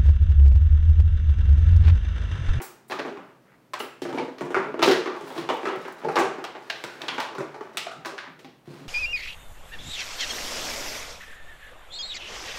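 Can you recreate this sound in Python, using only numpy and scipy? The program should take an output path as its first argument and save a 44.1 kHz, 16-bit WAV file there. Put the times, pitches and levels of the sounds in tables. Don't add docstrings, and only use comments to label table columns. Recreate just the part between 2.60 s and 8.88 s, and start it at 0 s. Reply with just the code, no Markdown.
import sys
import numpy as np
from scipy import signal
from scipy.fft import rfft, irfft
from scipy.io import wavfile
from scipy.ndimage import uniform_filter1d

SR = 44100
rng = np.random.default_rng(int(sys.argv[2]) if len(sys.argv) > 2 else 0)


def int16_out(signal):
    q = np.round(np.clip(np.atleast_2d(signal).T, -1, 1) * 32767)
    wavfile.write(sys.argv[1], SR, q.astype(np.int16))


N = 276948
SIZE = 24576
T = np.arange(SIZE) / SR
HZ = np.fft.rfftfreq(SIZE, 1 / SR) + 0.00085
KNOCK_SETTLE_S, SNAP_SETTLE_S, CHINK_SETTLE_S = 0.007, 0.0043, 0.014

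# (time [s], wall clack [dB], hollow boom [dB], crack [dB], tick [dB], clack pitch [Hz], boom pitch [Hz])
KNOCKS = [(0.001, -29, -29, -43, -76, 790, 366), (0.299, -28.5, -31.5, -36, -54, 745, 378),
          (0.311, -28, -46, -31, -52, 1120, 352), (0.32, -23, -32, -49, -51, 1150, 288),
          (0.389, -26, -32.5, -32, -51, 1350, 370), (0.45, -30, -26, -50, -61, 760, 263),
          (0.464, -37, -41, -59, -61, 780, 393), (0.481, -31, -30, -49, -74, 770, 390),
          (0.573, -34, -37.5, -56, -70, 770, 280), (1.419, -32.5, -22.5, -33.5, -43.5, 574, 347),
          (1.452, -26, -29, -39, -66, 620, 345), (1.49, -31.5, -30, -40, -54, 600, 258),
          (1.528, -27.5, -29.5, -47, -56, 905, 251), (1.545, -55, -21, -58, -74, 565, 258),
          (1.576, -23.5, -24.5, -54, -67, 910, 477), (1.598, -29, -24, -47, -72, 576, 255),
          (1.681, -36, -29.5, -52, -65, 576, 267), (1.783, -37.5, -42, -40, -54, 960, 410),
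          (1.809, -25.5, -23, -53, -51.5, 985, 362), (1.85, -36, -30, -47, -56, 840, 366),
          (1.905, -30, -23, -62, -55.5, 850, 350), (1.966, -18, -16.5, -37, -64, 890, 390),
          (2.085, -51, -29, -58, -78, 1152, 250), (2.142, -29, -23, -44, -71, 985, 362),
          (2.193, -22.5, -19.5, -63, -55, 1340, 355), (2.22, -13.5, -23, -36, -43, 965, 347),
          (2.226, -9, -12, -12.5, -27.5, 1200, 344), (2.236, -24, -19, -17, -32.5, 1340, 410),
          (2.258, -22, -17.5, -28, -35, 1130, 370), (2.278, -15.5, -7, -19.5, -33, 1450, 375),
          (2.297, -24, -20, -32, -47, 645, 405), (2.313, -18.5, -25, -18.5, -32, 1340, 333),
          (2.474, -25.5, -20.5, -36.5, -60, 1410, 374), (2.549, -29, -31.5, -46, -72, 846, 345),
          (2.61, -37, -30, -51, -55, 573, 407), (2.704, -30.5, -32.5, -46, -65, 834, 386),
          (2.761, -36, -29.5, -44, -68, 820, 338), (2.779, -27.5, -23, -30.5, -51.5, 1017, 342),
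          (2.89, -15, -21.5, -34.5, -46, 946, 460), (2.901, -20, -20.5, -35, -67, 870, 497),
          (3.032, -29.5, -23.5, -46, -69, 910, 373), (3.071, -27.5, -24, -38.5, -51, 930, 377),
          (3.083, -24, -27, -52, -59, 950, 375), (3.124, -33, -27.5, -52, -68, 725, 368),
          (3.154, -28, -30.5, -43, -69, 735, 473), (3.252, -30.5, -30.5, -46, -73, 850, 390),
          (3.28, -30, -32.5, -42.5, -55, 855, 398), (3.436, -35, -27, -54, -70, 810, 403),
          (3.447, -20, -19, -40, -54, 810, 460), (3.486, -18.5, -22.5, -33.5, -69, 865, 457),
          (3.557, -16, -21, -23, -37.5, 850, 514), (3.567, -9.5, -16, -33, -43, 860, 484),
          (3.587, -13, -17, -27, -35, 750, 342), (3.597, -22, -20.5, -28, -57, 1630, 464),
          (3.61, -20.5, -20, -49, -64, 770, 390), (3.626, -29, -33, -46, -64, 1110, 405),
          (3.783, -33, -28.5, -47, -62, 824, 326), (3.952, -31, -34.5, -54, -67, 875, 341),
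          (4.408, -32, -39, -40, -61, 660, 355), (4.436, -30.5, -32.5, -44, -59, 640, 313),
          (4.541, -35, -36, -42, -54, 1265, 312), (4.5812, -18, -27, -38, -50, 856, 534),
          (4.6, -19.5, -51, -25, -38.5, 1060, 530), (4.63, -35, -45, -53, -74, 900, 396),
          (4.75, -30, -33, -38, -53, 570, 376), (4.783, -26, -28, -47, -50.5, 575, 397),
          (4.806, -27, -25.5, -38, -53.5, 645, 322), (4.944, -32, -35.5, -41.5, -68, 870, 406),
          (5.009, -29.5, -29, -45, -60, 885, 400), (5.146, -48, -37.5, -59, -77, 804, 370),
          (5.315, -33.5, -54, -60, -56.5, 740, 457), (5.458, -22.5, -32.5, -27.5, -40.5, 1140, 338),
          (5.52, -38, -33.5, -56, -70, 785, 403), (5.792, -47, -47, -46.5, -57, 570, 400),
          (5.846, -40, -44, -43.5, -59.5, 830, 256)]
# (pitch [Hz], width [Hz], level [dB])
HOLLOW = [(259.6, 69, -1), (344.6, 20.3, -2.5), (363.8, 24.5, -2.5), (422, 12, -2), (458, 16.4, -4.5),
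          (570, 30, -6.5)]
# (pitch [Hz], width [Hz], level [dB])
WALLS = [(562, 34, 7), (654.5, 66, 5), (782.6, 17, 5), (868, 66, 5.5), (973, 127, 0.5), (1147, 130, 4),
         (1310, 76, -3), (1462, 94, -1), (1594, 71, -3), (1776, 490, -11), (2284, 630, -6), (2860, 300, -6),
         (3400, 230, -10)]
# (frequency [Hz], level [dB])
CRACK = [(900, -54.5), (1900, 5.5), (2800, 9), (4000, 6.5), (5300, -2.5), (7000, -7), (10000, -13),
         (16000, -40.5)]
# (frequency [Hz], level [dB])
SIZZLE = [(150, -34), (1200, 11), (3000, -2.5), (5500, -0.5), (7800, 0.5), (10500, -0.5), (13000, -3),
          (15500, 2)]


def knocks(room, trim_db, room_db):
    out = np.zeros(N)
    walls, hollow, crack, tick = bottle_parts()
    floor_thud = band(79, 210, order=3) * ring([(160, 28, -15)], vary_db=1.8, detune=0.036)
    for s, *levels_db, clack_hz, boom_hz in KNOCKS:
        clack = walls * favour(clack_hz, 0.12, db=6.0) * ring(WALLS, vary_db=5.3, detune=0.019)
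        boom = hollow * favour(boom_hz, 0.06, db=10.0) * ring(HOLLOW, vary_db=0.77, detune=0.041)
        parts = clack, boom + floor_thud, crack, tick
        contacts = clatter(KNOCK_SETTLE_S, after=2.16, count=90)
        tail = room[rng.integers(len(room))]
        add(out, s, blow(parts, np.add(levels_db, trim_db), contacts, tail, room_db))
    return out


def snaps(room, trim_db, room_db):
    # (time [s], wall clack [dB], hollow boom [dB], crack [dB],
    # tick [dB], ping [dB], ping pitch [Hz], crackle against the first contact [ratio])
    pops = [(0.321, -41, -36, -40, -51, -28, 1730, 1.9), (0.394, -28, -25.5, -36.5, -55, -43, 1710, 3.2),
            (1.1352, -27.5, -39, -36.5, -42, -26.5, 1066, 2),
            (1.2014, -26.5, -27, -39.5, -49, -30, 2900, 2), (1.584, -43, -28, -41, -61, -26, 2280, 1.4),
            (1.9448, -18, -22, -35.5, -54, -19.5, 1390, 0.9),
            (2.459, -24.5, -24.5, -40.5, -52, -32.5, 1760, 1.4),
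            (3.055, -22.5, -26, -38.5, -59, -37, 1550, 1.6), (3.841, -25.5, -56, -36.5, -43, -29, 848, 2.6),
            (4.0996, -27.5, -49, -28.5, -40.5, -25, 1550, 3),
            (4.239, -31.5, -31.5, -36.5, -41, -36, 1460, 2.4),
            (4.418, -42, -41.5, -38.5, -46, -41, 3660, 2.7), (4.483, -23, -61, -30.5, -44, -27, 3340, 2.3),
            (5.1716, -28, -39, -28, -31, -45, 1880, 2.2), (5.267, -33, -37.5, -42.5, -62, -25.5, 693, 1.3),
            (5.4491, -32, -39, -40.5, -50, -33, 1500, 2), (5.5805, -33, -56, -38.5, -54, -29.5, 1490, 1.6)]
    out = np.zeros(N)
    walls, hollow, crack, tick = bottle_parts()
    bright_tick = tick * favour(7680, 0.029, db=-3)
    for s, *levels_db, hz, crackle in pops:
        ping = resonance(hz, width_hz=0.13 * hz) * resonance(hz, width_hz=0.55 * hz)
        clack = walls * favour(1290, 0.49, db=11.0) * ring(WALLS, vary_db=6.8, detune=0.05)
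        boom = hollow * ring(HOLLOW, vary_db=0.53, detune=0.026)
        parts = clack, boom, crack, bright_tick, ping
        contacts = clatter(SNAP_SETTLE_S, after=crackle, count=100)
        tail = room[rng.integers(len(room))]
        add(out, s, blow(parts, np.add(levels_db, trim_db), contacts, tail, room_db))
    return out


def bottle_parts():
    # (frequency [Hz], level [dB])
    tick = [(2500, -49), (5500, 8.5), (7500, 10), (10000, 5), (13000, -2), (16000, -4.5)]
    walls, hollow = band(537, 3520, order=2), band(268, 753, order=3)
    crack = colour(CRACK) * favour(2800, 0.3, db=-22.0)
    return walls, hollow, crack, colour(tick)


def blow(parts, levels_db, contacts, tail, room_db):
    rattle_shares = 0.73, 0.44, 1, 1, 0.99
    return sum(struck(part * (1 + share * (contacts - 1) + amp(send_db) * tail), db)
               for part, db, share, send_db in zip(parts, levels_db, rattle_shares, room_db))


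def ice(room, level_db, click_db):
    gain, bumps = tumbling(), np.zeros(N)
    for spot in room:
        hollow = ring(HOLLOW, vary_db=2.9, detune=0.068)
        walls = amp(-8.5) * ring(WALLS, vary_db=2.1, detune=0.032)
        bottle = band(220, 1800, order=2) * (hollow + walls) + amp(-44.5) * colour(CRACK)
        bumps += grains(gain, bottle, [spot], per_s=28, spread_db=3.0, level_db=level_db, room_db=1.5)
    cube = band(2600, 4600, order=1)
    clicks = grains(gain, cube, room[:3], per_s=62, spread_db=5.5, level_db=click_db, room_db=14.0)
    return bumps / np.sqrt(len(room)) + clicks


def tumbling():
    # (start [s], length [s], level [dB])
    rolls = [(0.33, 0.41, -39), (1.48, 0.16, -31), (1.85, 0.73, -31), (2.2, 0.26, -30), (2.55, 0.81, -30),
             (3.35, 0.24, -30.5), (3.7, 0.82, -39), (4.35, 0.93, -35.5), (5.15, 0.31, -46.5)]
    stir_db, fall_db_per_s = -20, 39
    power = strokes(rolls) ** 2
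    for s, clack_db, *_ in KNOCKS:
        add(power, s, amp(clack_db + stir_db - fall_db_per_s * T) ** 2)
    return np.sqrt(power)


def slides(room):
    # (start [s], length [s], level [dB])
    skids = [(2.56, 0.28, -47.5), (2.75, 0.074, -37), (3.19, 0.15, -55), (3.35, 0.19, -55),
             (4.0, 0.71, -47), (6.05, 0.22, -47.5)]
    # (frequency [Hz], level [dB])
    scrape = [(80, -45), (400, 12), (1500, 5.5), (4200, -2), (6500, -9.5), (10000, -14.5), (16000, -19)]
    return grains(strokes(skids), colour(scrape), room,
                  per_s=900, spread_db=1.0, level_db=-2.5, room_db=-0.5)


def scuffs(room):
    # (start [s], length [s], level [dB])
    rubs = [(0.85, 0.11, -57), (5.58, 0.12, -42.5)]
    return grains(strokes(rubs), band(720, 2180, order=3), room,
                  per_s=660, spread_db=2, level_db=-2.5, room_db=0.0)


def paws(room, level_db, room_db):
    # (time [s], level [dB])
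    landings = [(0.321, -50), (0.395, -45.5), (0.575, -51.5), (1.424, -40.5), (1.529, -41), (1.596, -44.5),
                (1.813, -35), (1.913, -51), (1.965, -40.5), (2.059, -44.5), (2.22, -41), (2.63, -46.5),
                (2.779, -41.5), (3.171, -46), (3.446, -40.5), (3.47, -42), (3.575, -39.5), (3.62, -42),
                (4.237, -45.5), (4.489, -49), (4.58, -51.5), (4.781, -39), (5.361, -55), (5.382, -50.5),
                (5.676, -49), (5.845, -51), (6.076, -41), (6.134, -46), (6.21, -48), (6.254, -46.5)]
    # (pitch [Hz], width [Hz], level [dB])
    low_modes = [(152.7, 8.4, 1), (183.5, 8.6, -6.5), (203, 11, -4), (269, 30, -2.5), (346, 17, -5.5),
                 (450, 470, -25)]
    out = np.zeros(N)
    pad, rumble = band(115, 448, order=3), amp(-35) * band(25, 90, order=2)
    for s, db in landings:
        space = 1 + amp(room_db) * room[rng.integers(len(room))]
        thump = pad * ring(low_modes, vary_db=2, detune=0.025)
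        add(out, s, struck((thump + rumble) * space, db + level_db))
    return out


def claws(room, level_db, room_db):
    # (time [s], level [dB])
    taps = [(2.724, -52), (2.815, -59), (2.94, -49), (2.969, -50), (3.158, -51), (3.218, -57), (3.28, -54),
            (3.325, -47), (3.391, -59)]
    out = np.zeros(N)
    for (s, db), tail in zip(taps, room):
        contacts = clatter(SNAP_SETTLE_S, after=2.4, count=30)
        add(out, s, struck(colour(SIZZLE) * (contacts + amp(room_db) * tail), db + level_db))
    return out


def chinks(room, level_db, room_db):
    # (time [s], sizzle [dB], ring [dB])
    cues = [(0.017, -40, -47), (0.282, -62, -59), (1.193, -46, -50)]
    # (pitch [Hz], width [Hz], level [dB])
    tones = [(7472, 7.5, -3), (8300, 7.5, -4), (9292, 7.5, -5), (10153, 7.5, -3), (10562, 7.5, -3),
             (11294, 7.5, -5), (12850, 7.5, -5), (13491, 7.5, -4), (14239, 7.5, -1), (14589, 7.5, -3),
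             (15612, 7.5, -1)]
    out = np.zeros(N)
    for (s, sizzle_db, ring_db), tail in zip(cues, room):
        sizzle = struck(colour(SIZZLE) * (1 + amp(room_db) * tail), sizzle_db + level_db)
        ringing = ring(tones, vary_db=2, detune=0.0009) + 0.5 * ring(tones, vary_db=3, detune=0.05)
        rattle = clatter(CHINK_SETTLE_S, after=1.1, count=12)
        add(out, s, sizzle + struck(ringing * (rattle + tail), ring_db))
    return out


def jingles(room):
    # (start [s], length [s], level [dB])
    scrambles = [(2.61, 0.35, -45), (3.0, 0.53, -64), (3.55, 0.38, -70), (6.06, 0.33, -66)]
    return grains(strokes(scrambles), colour(SIZZLE), room,
                  per_s=51, spread_db=18.0, level_db=-12, room_db=13)


def kitchen_tails(count):
    # (frequency [Hz], time to fall 60 dB [s])
    decay = [(150, 0.39), (400, 0.49), (1000, 0.49), (2700, 0.51), (7000, 0.45), (14000, 0.25)]
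    build_up = 1 - np.exp(-T / 0.00093)
    reflections = rng.standard_normal((count, SIZE)) * build_up
    hz, t, bands = signal.stft(reflections, SR, nperseg=256)
    fade = amp(-60 * t / read(decay, hz)[:, None])
    tails = signal.istft(bands * fade, SR, nperseg=256)[1][:, :SIZE]
    return unit(rfft(tails))


def room_tone(rush_db, hum_hz, hum_db):
    # (frequency [Hz], level [dB])
    spectrum = [(25, -26), (50, -10), (80, -15.5), (135, 1), (300, -1), (600, -7), (1500, -15.5),
                (4000, -25), (10000, -31), (16000, -31)]
    tone = amp(read(spectrum, np.fft.rfftfreq(N, 1 / SR)))
    rush = irfft(rfft(rng.standard_normal(N)) * tone, N)
    hum = np.sin(2 * np.pi * hum_hz * np.arange(N) / SR)
    return amp(rush_db) * unit(rush) + amp(hum_db) * unit(hum)


def clatter(settle_s, after, count):
    delay, size = rng.uniform(0, 3, count), rng.standard_normal(count)
    onsets = np.clip(delay * settle_s * SR, 1, SIZE - 1).astype(int)
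    clicks = np.zeros(SIZE)
    np.add.at(clicks, onsets, size * abs(size) * np.exp(-delay / 2))
    return 1 + after * unit(rfft(clicks))


def grains(gain, body, room, per_s, spread_db, level_db, room_db):
    out = np.zeros(N)
    for tail in room:
        signs = rng.choice([-1, 1], N)
        onsets = rng.random(N) < per_s / len(room) / SR
        sizes = amp(spread_db * np.minimum(rng.exponential(1, N), 3))
        response = irfft(unit(body * (1 + amp(room_db) * tail)))
        out += signal.oaconvolve(unit(signs * onsets * sizes) * gain, response)[:N]
    return amp(level_db) * out / np.sqrt(len(room))


def strokes(rows):
    gain = np.zeros(N)
    for s, length_s, db in rows:
        arch = abs(np.sin(np.pi * np.arange(0, length_s, 1 / SR) / length_s)) ** 0.4
        add(gain, s, amp(db) * arch)
    return gain


def struck(response, db):
    sound = irfft(response)
    power = uniform_filter1d(sound[:SR // 10] ** 2, size=700, mode="constant")
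    return amp(db) * sound / np.sqrt(power.max() + 1e-20)


def ring(modes, vary_db, detune):
    chance = rng.standard_normal((len(modes), 2))
    return sum(amp(db + vary_db * louder) * resonance(hz * (1 + detune * sharper), width)
               for (hz, width, db), (louder, sharper) in zip(modes, chance))


def favour(hz, share, db):
    return 1 + amp(db) * resonance(hz, share * hz)


def resonance(hz, width_hz):
    return 1 / (1 + 1j * (HZ ** 2 - hz ** 2) / (HZ * width_hz))


def band(low_hz, high_hz, order):
    sos = signal.butter(order, [low_hz, high_hz], "band", fs=SR, output="sos")
    return signal.sosfreqz(sos, HZ, fs=SR)[1]


def colour(points):
    log_gain = np.log(amp(read(points, abs(np.fft.fftfreq(SIZE, 1 / SR)))))
    return np.exp(np.conj(signal.hilbert(log_gain)))[:len(HZ)]


def read(points, hz):
    table_hz, value = np.transpose(points)
    return np.interp(np.log(hz + 1), np.log(table_hz), value)


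def amp(db):
    return 10 ** (np.asarray(db) / 20)


def unit(x):
    return x / np.sqrt(np.mean(abs(x) ** 2) + 1e-20)


def add(mix, s, sound):
    part = mix[max(round(s * SR), 0):][:len(sound)]
    part += sound[:len(part)]


def scene():
    room = kitchen_tails(count=24)
    mix = knocks(room, trim_db=(-9.0, -7.5, -6.5, -3.0), room_db=(6.3, 2.0, 8.3, 9.3))
    mix += snaps(room, trim_db=(-7.5, -7.5, 0, -2.0, -7), room_db=(7.4, 4, 7.3, 5.7, 1.1))
    mix += ice(room[:6], level_db=-12.5, click_db=-28)
    mix += slides(room[4:8]) + scuffs(room[8:12]) + jingles(room[12:16])
    mix += paws(room, level_db=1.5, room_db=3.0) + claws(room[14:], level_db=-6.0, room_db=6)
    mix += chinks(room, level_db=0.5, room_db=31.0)
    mix += room_tone(rush_db=-60, hum_hz=127.4, hum_db=-69.5)
    return mix[None]


def record(dry):
    low_pass = signal.firwin(511, cutoff=15850, window=("kaiser", 9), fs=SR)
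    return signal.oaconvolve(dry, low_pass[None], "same")


dry = scene()
out = record(dry)
int16_out(out)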